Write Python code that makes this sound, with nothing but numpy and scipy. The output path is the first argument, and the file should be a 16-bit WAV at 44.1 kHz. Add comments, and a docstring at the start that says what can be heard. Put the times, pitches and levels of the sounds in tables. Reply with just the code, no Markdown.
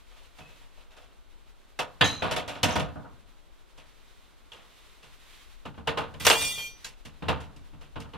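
"""Over a faint outdoor rumble at a van's open door, sleeves rustle and a steel seat frame taps and rings
faintly as it is lifted in. It lands on its sheet-metal base with a bright clank and rocks back: impacts
excite the modes of frame and panels, and loose fittings rattle. As it is jiggled into place, a coil spring
is kicked and the slide catch snaps home. The spring sings until a hand damps it; a few knocks follow."""
import sys
import numpy as np
from scipy import signal
from scipy.fft import rfft, irfft, next_fast_len
from scipy.io import wavfile
from scipy.ndimage import uniform_filter1d, map_coordinates

SR = 44100
rng = np.random.default_rng(int(sys.argv[2]) if len(sys.argv) > 2 else 0)


def store_pcm(level_fs):
    """Save levels as 16-bit WAV."""
    pcm = np.round(np.clip(level_fs, -1, 1) * 32767).astype(np.int16)
    wavfile.write(sys.argv[1], SR, np.atleast_2d(pcm).T)


N = 360297

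# Spectra of the outdoor rumble, the wash of air above it and the sleeve cloth.
# Each row: frequency in Hz, relative spectral density in dB.
RUMBLE_SPECTRUM = [(8, -14), (20, 6.5), (40, -1), (70, -12.5), (140, -34.5), (400, -64), (1000, -120)]
WASH_SPECTRUM = [(41, -23.5), (70, 4), (102, -10.5), (205, -8.5), (259, -7.5), (369, -7), (1600, -12.5),
                 (2080, -45), (3520, -120)]
CLOTH_SPECTRUM = [(590, -14.5), (1000, 1), (1710, -0.5), (1830, 2), (2310, 2), (3750, 2), (4900, -5.5),
                  (13800, -15.5), (16000, -25.5)]
# Slow swell of the rumble. Each row: time in seconds, relative level in dB.
RUMBLE_SWELL = [(.7, -61.5), (3.3, -64), (4.7, -65.5), (5.5, -62), (7.7, -58)]
# Arm movements. Each row: time of the peak in seconds, level in dB, rise and fall in seconds.
ARM_SWEEPS = [(.55, -63.5, 0.67, 0.18), (3.95, -65.5, .15, .3), (4.87, -61.5, 0.28, 0.13),
              (5.38, -57.5, 0.22, 0.15), (6.83, -59, 0.044, .03)]
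# Knocks of the frame on its base. Each row: start in seconds, strength in dB, thud against strength
# in dB, hardness in dB, looseness as a factor (1 gives the usual ring and chatter).
IMPACTS = [(.384, -53.5, -1, 2, 1.46), (.965, -56, -17, 4, 1.2), (1.789, -29, -15.5, 3, .86),
           (2.009, -21.5, -5.5, -3.5, 0.86), (2.04, -35.5, -20, 8.5, 2.27), (2.22, -30.5, -6, -7, 2.1),
           (2.31, -32.5, -8, 4.5, 1.08), (2.361, -31.5, -12, 2.5, 1.14), (2.477, -38, -9.5, 3, 1.6),
           (2.55, -45.5, -7, -2, 1.5), (2.63, -23, -4, 8, 0.87), (2.682, -33.5, -7.5, 0.5, 2.06),
           (2.755, -28, -1.5, 1, 0.92), (2.796, -33, -2, 1.5, 0.8), (2.954, -55.5, 11.5, -39, 1.62),
           (3.775, -56.5, -7, 5, 1.7), (4.517, -53.5, -11, 2.5, 2.7), (5.026, -57.5, -4, 6.5, 1.7),
           (5.653, -42.5, 2, -4.5, 0.78), (5.776, -50, 7, -15.5, 0.86), (5.872, -27, -10, -4, .95),
           (5.972, -30, -10.5, -5.5, 1.24), (6.139, -49, 3, -1.5, .85), (6.201, -43.5, 0.5, 9.5, 2),
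           (6.249, -29.5, -4, 10.5, 0.68), (6.267, -16.5, -22, 7.5, 0.59), (6.3, -19.5, -26, 5.5, 0.99),
           (6.412, -38, -6.5, 13, 1.14), (6.576, -46.5, -8, 4, 1.16), (6.844, -48, -13, 17, 1.32),
           (7.05, -50.5, 0.5, 10, 1), (7.221, -44, 8, -10, 1.37), (7.283, -25.5, -5.5, -5.5, 0.94),
           (7.402, -51.5, -6, 4.5, 1.5), (7.561, -61.5, 7.5, 11, 1), (7.73, -61.5, 11, -10, 1.1),
           (7.81, -57.5, -4, 4.5, 1.7), (7.956, -42, 4, -14, 0.84), (8, -51.5, 3, 10.5, 0.99),
           (8.134, -46, 1, -7.5, 1.05)]
# Registers of the panel modes: thud, body, clank, crack. Each row: lower and upper edge in Hz,
# t60 in seconds at looseness 1, relative level of the late tail in dB, its t60 in seconds.
PANEL_REGISTERS = [(68, 300, 0.39, -14, 1), (305, 1490, 0.25, -16.5, 0.71), (1420, 4020, 0.2, -30.5, 0.54),
                   (4400, 28000, 0.15, -33, .3)]
# Dense modes of the sheet metal. 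Each row: frequency in Hz, relative spectral density in dB.
PANEL_SPECTRUM = [(35, -28.5), (60, 7), (287, -1.5), (338, -4.5), (458, 0.5), (803, 0.5), (882, 1),
                  (1170, 0), (1780, -2), (2140, -1.5), (2770, 2.5), (12400, -20.5), (16000, -37.5)]
# Stereo width of the steel. Each row: frequency in Hz, side against mid in dB.
STEEL_WIDTH = [(60, -1), (110, 2.5), (200, -1.5), (380, -3.5), (700, -5.5), (1290, -5), (2380, -9),
               (4400, -9), (8120, 1.5), (15000, -2)]
# Strong modes of frame and base. Each row: frequency in Hz, free t60 in seconds,
# relative levels in dB while landing, while carried or sliding, and once seated.
FRAME_MODES = [(77.2, 0.71, -36, -13, -8), (150.9, 0.55, -6.5, -9.5, -8.5), (187.3, 0.55, -13, -15.5, -38),
               (222, 0.46, -17, -29, -13.5), (286.1, 0.42, -12, -8, -13.5),
               (302.1, 0.59, -10.5, -15, -16.5), (457, 0.34, -14, -15.5, -9), (509, 0.47, -26, -13, -17),
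               (579, 0.34, -38, -13, -21), (630, 0.3, -25, -6, -17.5), (711, 0.34, -19, -10.5, -27.5),
               (737, 0.31, -12, -8, -26.5), (812, 0.28, -25, -30, -21), (900, 0.27, -13, -11.5, -10.5),
               (950, 0.37, -23, -12, -33.5), (1034, 0.21, -12, -32, -9.5), (1242, 0.37, -16.5, -14, -18),
               (1461, 0.28, -14, -11, -16.5), (1515, 0.089, -3, -12, -12.5), (1736, 0.33, -2.5, -20, -28.5),
               (1822, 0.32, -8, -19, -20), (2640, 0.3, -28, -14.5, -31), (2735, 0.15, -23, -24, -7.5),
               (2790, 0.22, -6.5, -35, -20), (2910, 0.11, -4, -42, -7), (3200, 0.26, -8, -38, -30),
               (3440, 0.18, -5, -11, -19.5), (3830, 0.37, -5.5, -28, -38), (5500, 0.18, -24.5, -9, -16),
               (6780, 0.28, -12, -19, -24)]
# The faint ring of the carried frame (0.40 s), the bright 3 kHz clank of its landing (2.011 s) and,
# in the other rows, loose fittings rattling. 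Each row: start in seconds, centre pitch in Hz,
# level in dB, t60 of the train and t60 of one tick in seconds, pitch scatter as a fraction.
PING_TRAINS = [(.40, 2575, -55, 0.64, 0.24, 0.006), (2.044, 3990, -35, 0.8, 0.213, 0.0132),
               (2.011, 2953, -19, 0.25, 0.093, .17), (2.044, 6350, -30, 0.42, 0.045, .05),
               (2.708, 5840, -35.5, 0.33, 0.047, 0.062), (4.519, 3155, -37, .11, 0.042, 0.101),
               (6.846, 3385, -35, 0.089, 0.082, 0.301)]
# Clicks and snaps of the slide catch. Each row: start in seconds, relative peak in dB.
CATCH_SNAPS = [(4.5205, -39), (6.2677, 3), (6.2708, -6), (6.2784, -17), (6.3006, 1)]
# Kicks to the spring. Each row: start in seconds, relative levels of ringing and of buzz in dB.
SPRING_KICKS = [(6.199, -9, -8.5), (6.25, 2.5, 3.5), (6.266, 6.5, 4.5), (6.412, 4.5, -0.5), (6.53, -3, -7),
                (6.582, 3, -9)]
# Modes of the coil spring. 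Each row: frequency in Hz, relative levels in dB when free and when
# reseated, t60 in seconds under the hand.
SPRING_MODES = [(1992, -50, -63, 0.42), (2401, -42, -43, 0.36), (2810, -44, -61, 0.36),
                (3176, -46, -44, 0.22), (3381, -40, -56, 0.4), (3661, -44, -58, 0.48),
                (4204, -50, -56, 0.22), (4492, -50, -56, 0.37), (4818, -45, -59, 0.68),
                (5577, -48, -59, 0.25), (5922, -48, -55, 1.3), (6492, -52, -58, 0.23),
                (6955, -47, -67, 0.4), (7467, -54, -61, 0.28), (8025, -51, -61, 0.28),
                (8568, -46, -63, 0.34), (8915, -50, -64, 0.28), (9555, -56, -64, 0.24),
                (10048, -53, -65, 0.3), (10755, -57, -65, 0.23), (11583, -53, -61, 0.22),
                (12123, -53, -61, 0.2), (12333, -54, -60, 0.2), (14085, -60, -77, 0.34),
                (14645, -57, -66, 0.21), (14990, -56, -64, 0.2), (15260, -56, -65, 0.2)]

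CARRY_FROM_S, CARRY_TO_S = .03, 1.05
TAP_DB, TAP_SCATTER_DB, TAP_THUD_DB, TAP_HARD_DB, TAP_LOOSE = -63, .5, -15, 2.5, 2.65
LANDING_S, SLIDING_S, SEATED_S = 2, 2.2, 4
ROCK_DELAY_S, ROCK_DB, ROCK_THUD_DB, ROCK_SOFTER_DB = .088, -17, -.5, 8
BODY_DB, CLANK_DB, CRACK_DB = .5, -.5, -12  # against the strength of a blow
HARD_TILT = .24  # dB moved from body to clank per dB of hardness
CHATTER_S = .0065  # steel bounces this long before decaying, at looseness 1
RESEAT_S, GRIP_S, LOCK_S = 6.58, 6.668, 6.846  # the spring reseats, is gripped, and the catch locks
TOP_HZ = 15900


def amp(db):
    """Amplitude grows tenfold for every 20 dB."""
    return 10 ** (np.asarray(db) / 20)


def along(points, hz):
    """Interpolation of (Hz, value) points on a logarithmic frequency axis."""
    freqs, values = np.transpose(points)
    return np.interp(np.log(hz + 1), np.log(freqs + 1), values)


def wobble(rate, size):
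    """Smooth random modulation: a spline through `rate` knots a second."""
    return map_coordinates(rng.standard_normal(1024), [np.arange(size) * rate / SR], mode="wrap")


def filtered(x, response):
    """Linear filtering multiplies the spectrum by a frequency response."""
    size = x.shape[-1]
    padded = next_fast_len(size + SR // 8)
    return irfft(rfft(x, padded) * response(np.fft.rfftfreq(padded, 1 / SR)), padded)[..., :size]


def fade(t, t60):
    """Exponential damping: full strength until t = 0, then 60 dB lost every t60 seconds."""
    return np.exp(-np.log(1000) * np.maximum(t, 0) / max(t60, 1e-3))


def add(track, s, sound):
    """Superposition: the sound adds to the track from s seconds on."""
    part = track[:, max(round(s * SR), 0):][:, :sound.shape[-1]]
    part += sound[..., :part.shape[-1]]


def noise(spectrum, width, band=lambda hz: 1):
    """Coloured noise with a mid of rms 1; an independent side signal decorrelates the channels."""
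    def response(hz):
        return amp(along(spectrum, hz)) * band(hz) * np.array([np.ones_like(hz), amp(along(width, hz))])
    mid, side = filtered(rng.standard_normal((2, N)), response)
    return np.array([mid + side, mid - side]) / np.std(mid)


def partial(hz, t):
    """One normal mode: a sinusoid with a phase difference between left and right."""
    phase = 2 * np.pi * (hz * t + rng.random())
    side = rng.choice([-1, 1]) * amp(along(STEEL_WIDTH, hz)) * np.cos(phase)
    mid = np.sin(phase)
    return np.sqrt(2) * np.array([mid + side, mid - side])


def street(wash_db=-66, rumble_db=-1):
    """Ambient noise enters by the open door: a steady wash over a slowly varying rumble."""
    swell_db = np.interp(np.arange(N) / SR, *np.transpose(RUMBLE_SWELL))
    wash = amp(wash_db) * noise(WASH_SPECTRUM, width=[(100, 4), (1000, -3)])
    rumble = amp(swell_db + rumble_db) * noise(RUMBLE_SPECTRUM, width=[(25, 9.1), (100, 11)])
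    return wash * amp([[-.76], [.76]]) + rumble * amp([[2.5], [-3]])


def sleeves(still_db=-66.5, flutter_db=1.75):
    """Friction of cloth makes noise; each arm movement adds its power to a steady hush."""
    t = np.arange(N) / SR
    swells = [amp(db) * np.exp(-.5 * ((t - s) / np.where(t < s, rise_s, fall_s)) ** 2)
              for s, db, rise_s, fall_s in ARM_SWEEPS]
    envelope = np.sqrt(amp(still_db) ** 2 + np.sum(np.square(swells), axis=0))
    flutter = amp(flutter_db * wobble(28, N))
    cloth = noise(CLOTH_SPECTRUM, width=[(1000, -2.5), (3000, -8), (8000, 1)])
    return envelope * flutter * cloth * amp([[-.76], [.76]])


def contacts(tap_count=8):
    """Impact excitation by taps, knocks and rocking back: harder contact favours higher frequencies."""
    taps = [(CARRY_FROM_S + (CARRY_TO_S - CARRY_FROM_S) * (k + rng.random()) / tap_count,
             TAP_DB + TAP_SCATTER_DB * rng.standard_normal(), TAP_THUD_DB, TAP_HARD_DB, TAP_LOOSE)
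            for k in range(tap_count)]
    # the frame's weight rocks it back after each knock, in proportion to the thud
    rocks = [(s + ROCK_DELAY_S, db + thud_db + ROCK_DB, ROCK_THUD_DB, hard_db - ROCK_SOFTER_DB, loose)
             for s, db, thud_db, hard_db, loose in IMPACTS]
    s, db, thud_db, hard_db, loose = np.transpose(IMPACTS + rocks + taps)
    tilt_db = HARD_TILT * hard_db
    levels = [db + thud_db, db + BODY_DB - tilt_db, db + CLANK_DB + tilt_db, db + CRACK_DB + hard_db]
    # Each row: start in seconds, level of each of the four registers in dB, looseness.
    return np.transpose([s, *levels, loose])


def panel_clanks(blows, trim_db=(-1, -2, -1, 0), rise_s=(.008, .003, .002, .001), chatter_db=2):
    """Modal overlap: the dense modes of struck panels merge into bands of decaying noise."""
    out, t = np.zeros((2, N)), np.arange(int(.7 * SR)) / SR
    knots = t[::128]
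    for k, (lo, hi, t60, tail_db, tail_t60) in enumerate(PANEL_REGISTERS):
        panel = noise(PANEL_SPECTRUM, STEEL_WIDTH,
                      band=lambda hz: 1 / np.sqrt((1 + (lo / (hz + 1)) ** 12) * (1 + (hz / hi) ** 12)))
        for s, *levels, loose in blows:
            strike = amp(levels[k] + trim_db[k]) * (1 - np.exp(-t / rise_s[k]))
            free_s = t - CHATTER_S * loose
            decay = np.hypot(fade(free_s, t60 * loose), amp(tail_db) * fade(free_s, tail_t60))
            # steel bouncing on steel makes the level uneven
            bounce = amp(chatter_db * np.interp(t, knots, rng.standard_normal(len(knots))))
            start = rng.integers(N - len(t))
            add(out, s, strike * decay * bounce * panel[:, start:start + len(t)])
    return out


def frame_ring(blows, level_db=.5, rise_s=.0036, scatter_db=2, rough=.14):
    """Boundary conditions: how the frame rests decides which of its strong modes answer a blow."""
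    out, t = np.zeros((2, N)), np.arange(SR // 2) / SR
    hz, t60, *support_db = np.transpose(FRAME_MODES)
    register = np.searchsorted([row[1] for row in PANEL_REGISTERS[:-1]], .9 * hz)
    modes = np.array([partial(f, t) * fade(t, life) * (1 + rough * wobble(45, len(t)))
                      for f, life in zip(hz, t60)])
    for s, *levels, loose in blows:
        support = 0 if LANDING_S < s < SLIDING_S else 1 if s < SEATED_S else 2
        db = np.take(levels, register) + support_db[support] + level_db
        db += scatter_db * rng.standard_normal(len(hz))
        ring = np.tensordot(amp(db) * rng.choice([-1, 1], len(hz)), modes, 1)
        damping = np.exp(-t / .03 * max(1 / loose - 1, 0))  # firm contact cuts the ringing short
        add(out, s, ring * damping * (1 - np.exp(-t / rise_s)))
    return out


def steel_pings(ticks_per_s=58, uneven=.2, rise_s=.00059, ping_count=8):
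    """Damped modes in quick succession: the frame's faint ring, its landing clank, rattling fittings."""
    out, t = np.zeros((2, N)), np.arange(SR // 8) / SR
    for s, hz, db, train_t60, tick_t60, scatter in PING_TRAINS:
        envelope = fade(t, tick_t60) * (1 - np.exp(-t / rise_s))
        gaps = (1 + uneven * rng.standard_normal(11)) / ticks_per_s
        for delay in np.cumsum(gaps) - gaps[0]:
            pitches = hz * np.exp(scatter * rng.standard_normal(ping_count))
            pings = sum(partial(f, t) for f in pitches) / np.sqrt(ping_count)
            add(out, s + delay, amp(db) * fade(delay, train_t60) * envelope * pings)
    return out


def slide_catch(t60=.0042, band_hz=(500, 5500), level_db=-3, width=.52):
    """A brief impact has a broad spectrum: the catch lands with hard, very short cracks."""
    out, t = np.zeros((2, N)), np.arange(SR // 20) / SR
    bandpass = signal.butter(2, band_hz, "band", fs=SR, output="sos")
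    for s, db in CATCH_SNAPS:
        burst = rng.standard_normal(len(t)) + width * rng.standard_normal((2, len(t)))
        crack = signal.sosfilt(bandpass, burst * fade(t, t60))
        add(out, s, amp(db + level_db) * crack / np.abs(crack).max())
    return out


def coil_spring(free_db=-2, held_db=.5, buzz_db=-1, buzz_t60=.25, slip_s=.0125,
                sag_db_per_s=36.5, touches_per_s=28):
    """Inharmonic wire modes ring after each kick and graze the frame until a hand damps them."""
    out, t = np.zeros((2, N)), np.arange(SR) / SR
    kick_s, ring_db, touch_db = np.transpose(SPRING_KICKS)
    now = kick_s[0] + t
    latest = np.maximum(np.searchsorted(kick_s, now, "right") - 1, 0)
    since_kick = now - kick_s[latest]
    swing_db = ring_db[latest] - sag_db_per_s * since_kick
    buzz = amp(buzz_db + touch_db[latest]) * fade(since_kick, buzz_t60)
    touch = (t * touches_per_s).astype(int)
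    seated = np.clip((now - RESEAT_S) / slip_s + .5, 0, 1)
    for hz, ringing_db, seated_db, t60 in SPRING_MODES:
        # every touch shares the energy anew among the modes, most of all while the spring is free
        share_db = np.where(now < RESEAT_S, 3.5, 1.5) * rng.standard_normal(128)[touch]
        strength = uniform_filter1d(amp(swing_db + share_db), size=192)
        free = (1 - seated) * amp(free_db + ringing_db)
        held = seated * amp(held_db + seated_db) * fade(now - GRIP_S, t60)
        # contact bends the pitch and roughens the modes, the high ones most
        bend = .16 * wobble(22, SR) * fade(now - GRIP_S, .2) / hz
        grit = 1 + buzz * np.sqrt(hz / 6000) * wobble(450, SR)
        # the wire swings in two planes, whose modes beat
        pair = partial(hz, t + bend) + .4 * partial(hz * (1 + rng.uniform(.001, .005)), t)
        add(out, kick_s[0], (free + held) * strength * grit * pair * fade(now - LOCK_S, .05))
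    return out


def scene():
    """The sources superpose: the steel, slightly to the right, over sleeves and street."""
    blows = contacts()
    steel = panel_clanks(blows) + frame_ring(blows) + steel_pings() + slide_catch() + coil_spring()
    return steel * amp([[-.4], [.4]]) + sleeves() + street()


def record(dry):
    """Clipping and band limiting: peaks stop at full scale, then all above TOP_HZ is removed."""
    return filtered(np.clip(dry, -1, 1), lambda hz: hz < TOP_HZ)


dry = scene()
out = record(dry)
store_pcm(out)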